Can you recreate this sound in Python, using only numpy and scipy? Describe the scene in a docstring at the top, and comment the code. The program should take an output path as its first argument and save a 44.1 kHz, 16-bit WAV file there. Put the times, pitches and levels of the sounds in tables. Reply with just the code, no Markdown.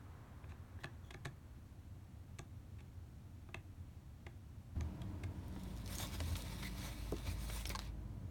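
"""A cat and a cardboard box

In a quiet room, a cat picks at the flap of a long box: dry ticks and short claw scrapes.
Then we listen from inside the box, where the air booms. The cat pushes its head in, rubs its fur
along the walls, bumps them, crinkles a ribbon and backs out with a few sharp snaps."""
import sys
import numpy as np
from scipy import signal
from scipy.fft import rfft, irfft, next_fast_len
from scipy.io import wavfile
from scipy.ndimage import uniform_filter1d

SR = 44100
rng = np.random.default_rng(int(sys.argv[2]) if len(sys.argv) > 2 else 0)


def unload_wav(signal):
    """Save mono or channel-first audio to the path in sys.argv[1] as 16-bit WAV at rate SR, clipped to [-1, 1]."""
    wavfile.write(
        sys.argv[1],
        SR,
        np.round(np.clip(np.atleast_2d(signal).T, -1, 1) * 32767).astype(np.int16),
    )


N = 366030
TIME = np.arange(N) / SR

# The tone of a claw slipping on the flap: pitch_hz, level_db
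CLAW_TONE = [(150, -27), (700, -4), (1100, 0), (1400, -7.5), (1800, -0.5), (2600, 3.5), (3000, -10.5),
             (3700, -3.5), (5100, -17), (6300, -14), (8700, -18), (10400, -29), (11500, -22.5),
             (17000, -51)]
# The notes of the flap and the wall: pitch_hz, level_db, ring_s (time to fade by 60 dB)
FLAP_NOTES = [(1724, 6, 0.026), (2440, 2.5, 0.013), (3330, 1.5, 0.028), (6300, 5, .007)]
WALL_NOTES = [(77.4, -4.5, .14), (130.7, 5, 0.07), (260, -2, 0.064), (352, 1.5, 0.069), (685, -0.5, 0.044),
              (809, -2.5, 0.049), (1165, 0.5, 0.03), (1636, -3, 0.032), (2460, -27, 0.048),
              (3430, -21, 0.087)]
# Plucks at the flap: start_s, level_db, skid_ms, slip_ms, brightness_db_per_octave, spot_pitch_hz
PLUCKS = [(.441, -56.5, 1.5, 4, -7, 2540), (.520, -58, 32.5, 2, 0.5, 1860),
          (0.79, -59.5, -1.5, 1.4, -4, 1660), (.843, -42.5, 8.5, 2.8, -0.5, 1740),
          (.856, -54, -1, 1.4, 4, 3400), (1.106, -51, 0, 7, 3, 3430), (1.1438, -47.5, 3.5, 2.2, 2, 1830),
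          (1.2538, -44.5, 5, 5.6, 2, 1765), (1.261, -45.5, -2, 1.9, -2.5, 1900),
          (1.270, -57, 0, 1.5, 3, 6450), (2.3918, -45.5, 6, 1.1, 4.5, 6700),
          (2.805, -59, 22, 3.2, 0.5, 2510), (3.489, -53.5, -1, 1.5, -8, 1200),
          (3.5442, -38, 1, 3.1, -0.5, 4300), (4.2655, -48.5, 1, 4.7, -2, 2590),
          (4.8091, -46.5, 1, 1.8, 0.5, 6360), (5.018, -55, 2, 3.2, 5, 3320),
          (5.236, -48.5, 1.5, 6, 2.5, 2500)]

def claw_plucks():
    """A claw may skid first, then lets go of the flap, which rings and shakes the wall."""
    out = np.zeros(N)
    for start_s, db, skid_ms, slip_ms, brightness, spot_hz in PLUCKS:
        if skid_ms > 0:
            add(out, start_s - skid_ms / 1000, slip(CLAW_TONE, db - 7, skid_ms, brightness))
        add(out, start_s, slip(CLAW_TONE, db, slip_ms, brightness))
        # Notes near the pitch of the plucked spot ring loudest.
        flap = [(hz, db + level - 35 * abs(np.log2(hz / spot_hz)), ring_s)
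                for hz, level, ring_s in FLAP_NOTES]
        add(out, start_s, ring(flap, rise_s=0.00012))
        nudges = rng.standard_normal((len(WALL_NOTES), 2))
        wall = [(hz * (1 + 0.019 * pitch_nudge), level + 1.54 * level_nudge, ring_s)
                for (hz, level, ring_s), (pitch_nudge, level_nudge) in zip(WALL_NOTES, nudges)]
        push_db = min(db + 0.5, -44)  # the push on the wall grows until the flap gives way
        add(out, start_s, gain_of(push_db) * ring(wall, rise_s=0.0029))
    return out + gain_of(-14.5) * echoes(out, delay_s=0.008, length_ratio=0.85)


# The tone of a snap or crinkle: pitch_hz, level_db
SNAP_TONE = [(200, -14), (1000, -1), (1500, 0.5), (2400, 6), (4000, 7.5), (5100, 3), (6200, 4), (7500, -2),
             (9000, -4.5), (10400, -12), (12000, -9), (17000, -18)]
# Claw snaps and ribbon crinkles inside the box: start_s, level_db, slip_ms, brightness_db_per_octave
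SNAPS = [(5.481, -58, 1.8, 15), (5.562, -48, 3.3, -14), (5.634, -57, 4.4, 9), (5.86, -49, 2.8, 4.5),
         (5.877, -47, 1.8, 3), (5.952, -45.5, 5.6, 11), (5.9844, -37, 1.2, 9), (6, -44.5, 4.2, -10),
         (6.071, -49, 2, 11), (6.2029, -40, 3.4, -3), (6.354, -43.5, 5.8, -5), (6.365, -46, 4.5, 10),
         (6.6282, -46, 5.3, -7.5), (7.165, -52.5, 4.7, 0), (7.182, -55, 5, 0), (7.4981, -45.5, 6.1, -7),
         (7.654, -39.5, 4.2, -4), (7.6933, -39, 1.8, 9), (7.701, -39.5, 3.4, -6), (7.7503, -40, 1.6, -0.5),
         (7.7572, -40, 1.7, 0.5), (7.791, -36, 1.3, -2.5), (7.819, -49.5, 1, -3)]
# The notes of one cardboard panel: pitch_ratio, level_db, ring_ratio
PANEL_NOTES = [(.5, 1, .8), (.87, 2.5, 0.89), (1.08, 9.5, 0.52), (1.6, -6.5, 0.77), (2.7, -9, 0.32)]
# Paw knocks on a panel: start_s, level_db, pitch_hz, ring_s
KNOCKS = [(4.766, -39, 404, 0.016), (6.2043, -42.5, 580, 0.051), (7.1233, -27.5, 389, 0.041),
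          (7.749, -35.5, 997, 0.051)]

def snaps_and_knocks():
    """Claws snap, ribbon crinkles and paws knock close by; the box answers with a short flutter."""
    out = np.zeros(N)
    for start_s, db, slip_ms, brightness in SNAPS:
        add(out, start_s, slip(SNAP_TONE, db, slip_ms, brightness))
    for start_s, db, hz, ring_s in KNOCKS:
        for pitch_ratio, level, ring_ratio in PANEL_NOTES:
            note = (hz * pitch_ratio, db + level, ring_s * ring_ratio)
            add(out, start_s, ring([note], rise_s=0.0046 / pitch_ratio ** 2))  # low notes build slowly
    return out + gain_of(-8.5) * echoes(out, delay_s=0.0036, length_ratio=0.24)


# Soft bumps against the box: start_s, level_db, pitch_hz, rise_s, ring_s
BUMPS = [(4.764, -35.5, 80.2, 0.0012, 0.48), (4.803, -33.5, 78, 0.014, 0.33),
         (5.233, -38, 89.5, 0.007, 0.34), (6.199, -26, 82.2, 0.028, 0.27),
         (6.299, -22.5, 86.4, 0.037, 0.21), (7.266, -22.5, 86.2, 0.022, 0.15)]

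def bumps():
    """The whole box rocks on the carpet with a low thud."""
    out = np.zeros(N)
    for start_s, db, hz, rise_s, ring_s in BUMPS:
        add(out, start_s, ring([(hz, db, ring_s), (hz * 3.3, db - 13, ring_s / 2)], rise_s))
    return out


# How firmly the cat leans on the walls: time_s, level_db
LEANING = [(5.3, -81), (5.6, -66), (5.84, -64.5), (5.92, -57), (7.0, -59), (7.85, -64), (7.93, -85)]
# Shoves of the head, each a smooth rise and fall: peak_s, length_s, level_db, treble_db
SHOVES = [(5.935, 0.11, -56.5, 3), (6.022, 0.098, -48.5, -0.5), (6.145, 0.064, -54.5, -2),
          (6.33, 0.29, -58.5, 3.5), (6.55, 0.49, -58, -6), (6.84, 0.17, -52.5, -3), (7.275, 0.06, -51, -8),
          (7.31, .09, -59, 2), (7.44, 0.13, -58.5, 4), (7.56, 0.22, -53.5, 2.5), (7.71, 0.08, -51.5, -4),
          (7.85, 0.13, -59.5, -21)]

def cat_pressure():
    """Leaning and shoving add up to set how loud and how bright the rubbing is."""
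    power = level_curve(LEANING) ** 2
    treble_power = power * gain_of(-1.5) ** 2
    for peak_s, length_s, db, treble_db in SHOVES:
        arch = gain_of(db) * np.cos(np.pi * np.clip((TIME - peak_s) / length_s, -0.5, 0.5))
        power += arch ** 2
        treble_power += (arch * gain_of(treble_db)) ** 2
    # The fur catches and slides unevenly.
    jitter_db = 1.07 * noise(lambda hz: -20 * np.log10(1 + (hz / 25) ** 2))
    return np.sqrt(power) * gain_of(jitter_db), 10 * np.log10(treble_power / power)


# The tone of fur on cardboard: pitch_hz, level_db
RUB_TONE = [(240, -12), (400, -8), (592, -3), (749, -7.5), (978, -2.5), (1360, -8.5), (2180, -9.5),
            (3030, -6), (3890, -4.5), (4850, -9), (7640, -17), (9080, -12), (10600, -15.5), (13400, -19.5),
            (17000, -23.5)]
# Pitches the long box boosts or cuts, like a tube: pitch_hz, width_hz, boost_db
TUBE_BANDS = [(633, 190, 1.5), (990, 99, 2.5), (2240, 440, 3), (3100, 110, -10), (4050, 990, -2),
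              (9000, 1400, -1), (10500, 880, -7)]

def fur_rubbing(pressure, treble_db):
    """Fur hisses and fibres crackle along the box; the tone shifts with the spot being rubbed."""
    friction = rng.standard_normal(N) + gain_of(-5) * crackle(per_s=1100, spread_db=0)
    hz, times, spectrum = signal.stft(friction, SR, nperseg=512, noverlap=384)
    tone_db = (value_at(RUB_TONE, hz) + humps(TUBE_BANDS, hz))[:, None]
    # Random louder and softer patches, smoothed over time and then over pitch.
    patches = uniform_filter1d(rng.standard_normal(spectrum.shape), size=10, axis=1)
    patches_db = 1.7 * normalise(uniform_filter1d(patches, size=7, axis=0))
    # The nearest wall reflects the rub, with a delay that changes from shove to shove.
    wander = np.interp(times, np.transpose(SHOVES)[0], rng.standard_normal(len(SHOVES)))
    delay_s = 0.000494 * (1 + 0.087 * wander)
    reflection_db = 1.5 * np.cos(2 * np.pi * hz[:, None] * delay_s)
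    # Each shove has its own treble level, making the rub brighter or duller.
    treble_share = value_at([(4500, 0), (9000, 0.95)], hz)[:, None]
    bright_db = treble_share * (np.interp(times, TIME, treble_db) + 4)
    spectrum *= gain_of(tone_db + patches_db + reflection_db + bright_db)
    hiss = normalise(signal.istft(spectrum, SR, nperseg=512, noverlap=384)[1][:N]) * pressure
    return hiss + gain_of(-14) * echoes(hiss, delay_s=0.0027, length_ratio=0.25)


# Pitches the cardboard boosts in a scrape: pitch_ratio, width_hz, boost_db
SCRAPE_BANDS = [(1, 527, 24.5), (1.75, 400, 14), (2.04, 500, 14.5), (2.9, 600, 4)]
# Claws and whiskers dragging on cardboard: start_s, length_s, level_db, pitch_hz
SCRAPES = [(0.798, .035, -67, 1880), (1.028, 0.073, -74, 3360), (5.945, 0.1, -56, 6550),
           (5.991, 0.083, -53, 3630), (6.621, 0.026, -51.5, 2000), (6.64, 0.049, -49, 2090),
           (6.812, 0.11, -62, 3370), (7.256, 0.08, -57, 2410), (7.522, 0.056, -58, 9300),
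           (7.664, 0.017, -49, 5450), (7.693, 0.032, -51, 2200)]

def scrapes():
    """A dragged claw or whisker sticks and slips, making the cardboard rasp."""
    out = np.zeros(N)
    for start_s, length_s, db, pitch_hz in SCRAPES:
        bands = [(pitch_hz * ratio, width, boost) for ratio, width, boost in SCRAPE_BANDS]
        clicks = crackle(per_s=2500, spread_db=1)
        rasp = shape_tone(clicks, lambda hz: humps(bands, hz))[:round(length_s * SR)]
        add(out, start_s, gain_of(db) * normalise(rasp) * signal.windows.tukey(len(rasp), 0.5))
    return out


def ribbon(pressure, loops=4, crinkles_per_s=45):
    """Loops of ribbon on the box floor make tiny bright slips, louder as the cat presses."""
    out = np.zeros(N)
    for _ in range(loops):
        clicks = crackle(crinkles_per_s / loops, spread_db=6.5)
        crinkle = slip(SNAP_TONE, db=0, slip_ms=1.9, brightness=6)
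        out += signal.fftconvolve(clicks, crinkle)[:N]
    return gain_of(-11.5) * normalise(out) * pressure


# How long echoes last at each pitch, before length_ratio shortens them: pitch_hz, ring_s
ECHO_FADES = [(100, 0.53), (700, 0.21), (2000, 0.2), (4000, 0.15), (12000, 0.12)]

def echoes(sound, delay_s, length_ratio):
    """Many small reflections blur into a tail whose high pitches die first."""
    size = SR // 2
    taps = rng.choice([-1., 1.], size) * (rng.random(size) < 0.1) * (TIME[:size] > delay_s)
    hz, times, spectrum = signal.stft(taps, SR, nperseg=256)
    ring_s = length_ratio * value_at(ECHO_FADES, hz)[:, None]
    tail = signal.istft(spectrum * gain_of(-60 * times / ring_s), SR, nperseg=256)[1]
    return signal.fftconvolve(sound, tail / np.linalg.norm(tail))[:N]


# The tone of the rumble inside the box: pitch_hz, level_db
BOOM_TONE = [(20, -25), (45, -6.5), (85, 1.5), (135, -2.5), (160, -8.5), (260, -11.5), (360, -17.5),
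             (470, -24), (650, -26), (1000, -31.5), (1500, -33.5), (3000, -41), (8000, -51), (17000, -54)]
# Pitches the air in the box boosts: pitch_hz, width_hz, boost_db
AIR_BANDS = [(188.4, 13, 13), (303, 16, 8), (645, 114, 5.5), (968, 136, 8.5)]
# The rise and fall of a low hum: time_s, level_db
HUM_LEVELS = [(5.2, -82), (5.6, -52), (6.4, -51.5), (7.4, -47), (8.05, -51), (8.3, -60)]

def box_air(inside_s=4.745, rise_s=0.018, fade_db_per_s=2, hum_hz=53.5):
    """Handling rumble booms in the air of the box and slowly settles, over a wavering hum."""
    boom = noise(lambda hz: value_at(BOOM_TONE, hz) + humps(AIR_BANDS, hz))
    since_s = TIME - inside_s
    boom_gain = np.clip(since_s / rise_s, 0, 1) * gain_of(-47 - fade_db_per_s * since_s)
    waver = 0.11 * noise(lambda hz: value_at([(3, 0), (15, -60), (100, -140)], hz))
    hum = np.sqrt(2) * np.sin(2 * np.pi * hum_hz * TIME + waver) * (1 + waver)
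    return boom * boom_gain + hum * level_curve(HUM_LEVELS)


# The tones of the steady room noise and of a soft rush: pitch_hz, level_db
ROOM_TONE = [(12, -62), (20, -19), (48, -14), (71, -4), (92, -2.5), (129, -11), (153, -16.5), (186, -17.5),
             (309, -22.5), (398, -32.5), (701, -34), (1230, -39), (1680, -41.5), (3130, -46.5),
             (17000, -55)]
RUSH_TONE = [(150, -7), (300, 0.5), (600, -1.5), (1050, 0.5), (1700, -5), (3000, -20), (6000, -34)]
# Narrow dips the microphone makes in the room noise: pitch_hz, width_hz, boost_db
MIC_DIPS = [(4930, 200, -6.5), (10400, 300, -6)]

def room():
    """A steady low rumble and hiss, with a soft rush that fades ever faster."""
    steady = noise(lambda hz: value_at(ROOM_TONE, hz) + humps(MIC_DIPS, hz))
    rush = noise(lambda hz: value_at(RUSH_TONE, hz))
    return gain_of(-54) * steady + gain_of(-66.5 - 5 * TIME ** 2) * rush


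def slip(tone, db, slip_ms, brightness, size=4096):
    """A brief skid over fibres makes a burst of noise; brightness tilts it in dB per octave."""
    progress = TIME[:size] * 1000 / max(slip_ms, 0.4)
    burst = rng.standard_normal(size) * (1 - np.exp(-8 * progress)) * np.exp(-progress ** 2)
    hz = abs(np.fft.fftfreq(size, 1 / SR))
    tone_db = value_at(tone, hz) + brightness * np.log2(np.maximum(hz, 400) / 3000)
    # This filter rings only after the blow, never before it.
    surface = np.exp(np.conj(signal.hilbert(np.log(gain_of(tone_db)))))
    sound = np.fft.ifft(np.fft.fft(burst) * surface).real
    return gain_of(db) * sound / np.linalg.norm(sound) * np.sqrt(SR * (slip_ms + 1) / 2000)


def ring(notes, rise_s):
    """Pure notes that start softly and die away."""
    t = TIME[:SR // 2]
    sound = sum(gain_of(db - 60 * t / ring_s) * np.sin(2 * np.pi * hz * t) for hz, db, ring_s in notes)
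    return sound * (1 - np.exp(-t / rise_s))


def crackle(per_s, spread_db):
    """Fibres catch and let go in random clicks; spread_db makes their sizes uneven."""
    sizes = gain_of(spread_db * np.minimum(rng.exponential(1, N), 4))
    return normalise(sizes * rng.choice([-1, 1], N) * (rng.random(N) < per_s / SR))


def noise(db_at_hz):
    """Random noise with the given tone."""
    return shape_tone(rng.standard_normal(N), db_at_hz)


def shape_tone(sound, db_at_hz):
    """Turns each pitch up or down, then normalises the result."""
    size = next_fast_len(N, real=True)
    gains = gain_of(db_at_hz(np.fft.rfftfreq(size, 1 / SR)))
    return normalise(irfft(rfft(sound, size) * gains, size)[:N])


def value_at(points, hz):
    """Reads between a table's rows, with octaves evenly spaced."""
    pitches, values = np.transpose(points)
    return np.interp(np.log(hz + 1), np.log(pitches + 1), values)


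def humps(bands, hz):
    """Bell-shaped boosts or cuts, in dB."""
    return sum(db / (1 + (2 * (hz - centre) / width) ** 2) for centre, width, db in bands)


def level_curve(points):
    """A gain that glides from point to point, silent before and after."""
    times, db = np.transpose(points)
    return gain_of(np.interp(TIME, times, db, left=-200, right=-200))


def gain_of(db):
    """Turns decibels into a multiplier."""
    return 10 ** (np.asarray(db) / 20)


def normalise(sound):
    """Scales a sound to an average (rms) size of 1."""
    return sound / np.sqrt(np.mean(sound ** 2) + 1e-20)


def add(mix, start_s, sound):
    """Mixes a sound in at start_s."""
    part = mix[round(start_s * SR):][:len(sound)]
    part += sound[:len(part)]


def scene():
    """The room, the box and the cat together in one channel."""
    pressure, treble_db = cat_pressure()
    mix = room() + box_air() + claw_plucks() + snaps_and_knocks() + bumps()
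    mix += fur_rubbing(pressure, treble_db) + ribbon(pressure) + scrapes()
    return mix[None]


def record(dry):
    """The microphone loses the very highest treble."""
    low_pass = signal.firwin(511, cutoff=17250, window=("kaiser", 9), fs=SR)
    return signal.oaconvolve(dry, low_pass[None], "same")


dry = scene()
out = record(dry)
unload_wav(out)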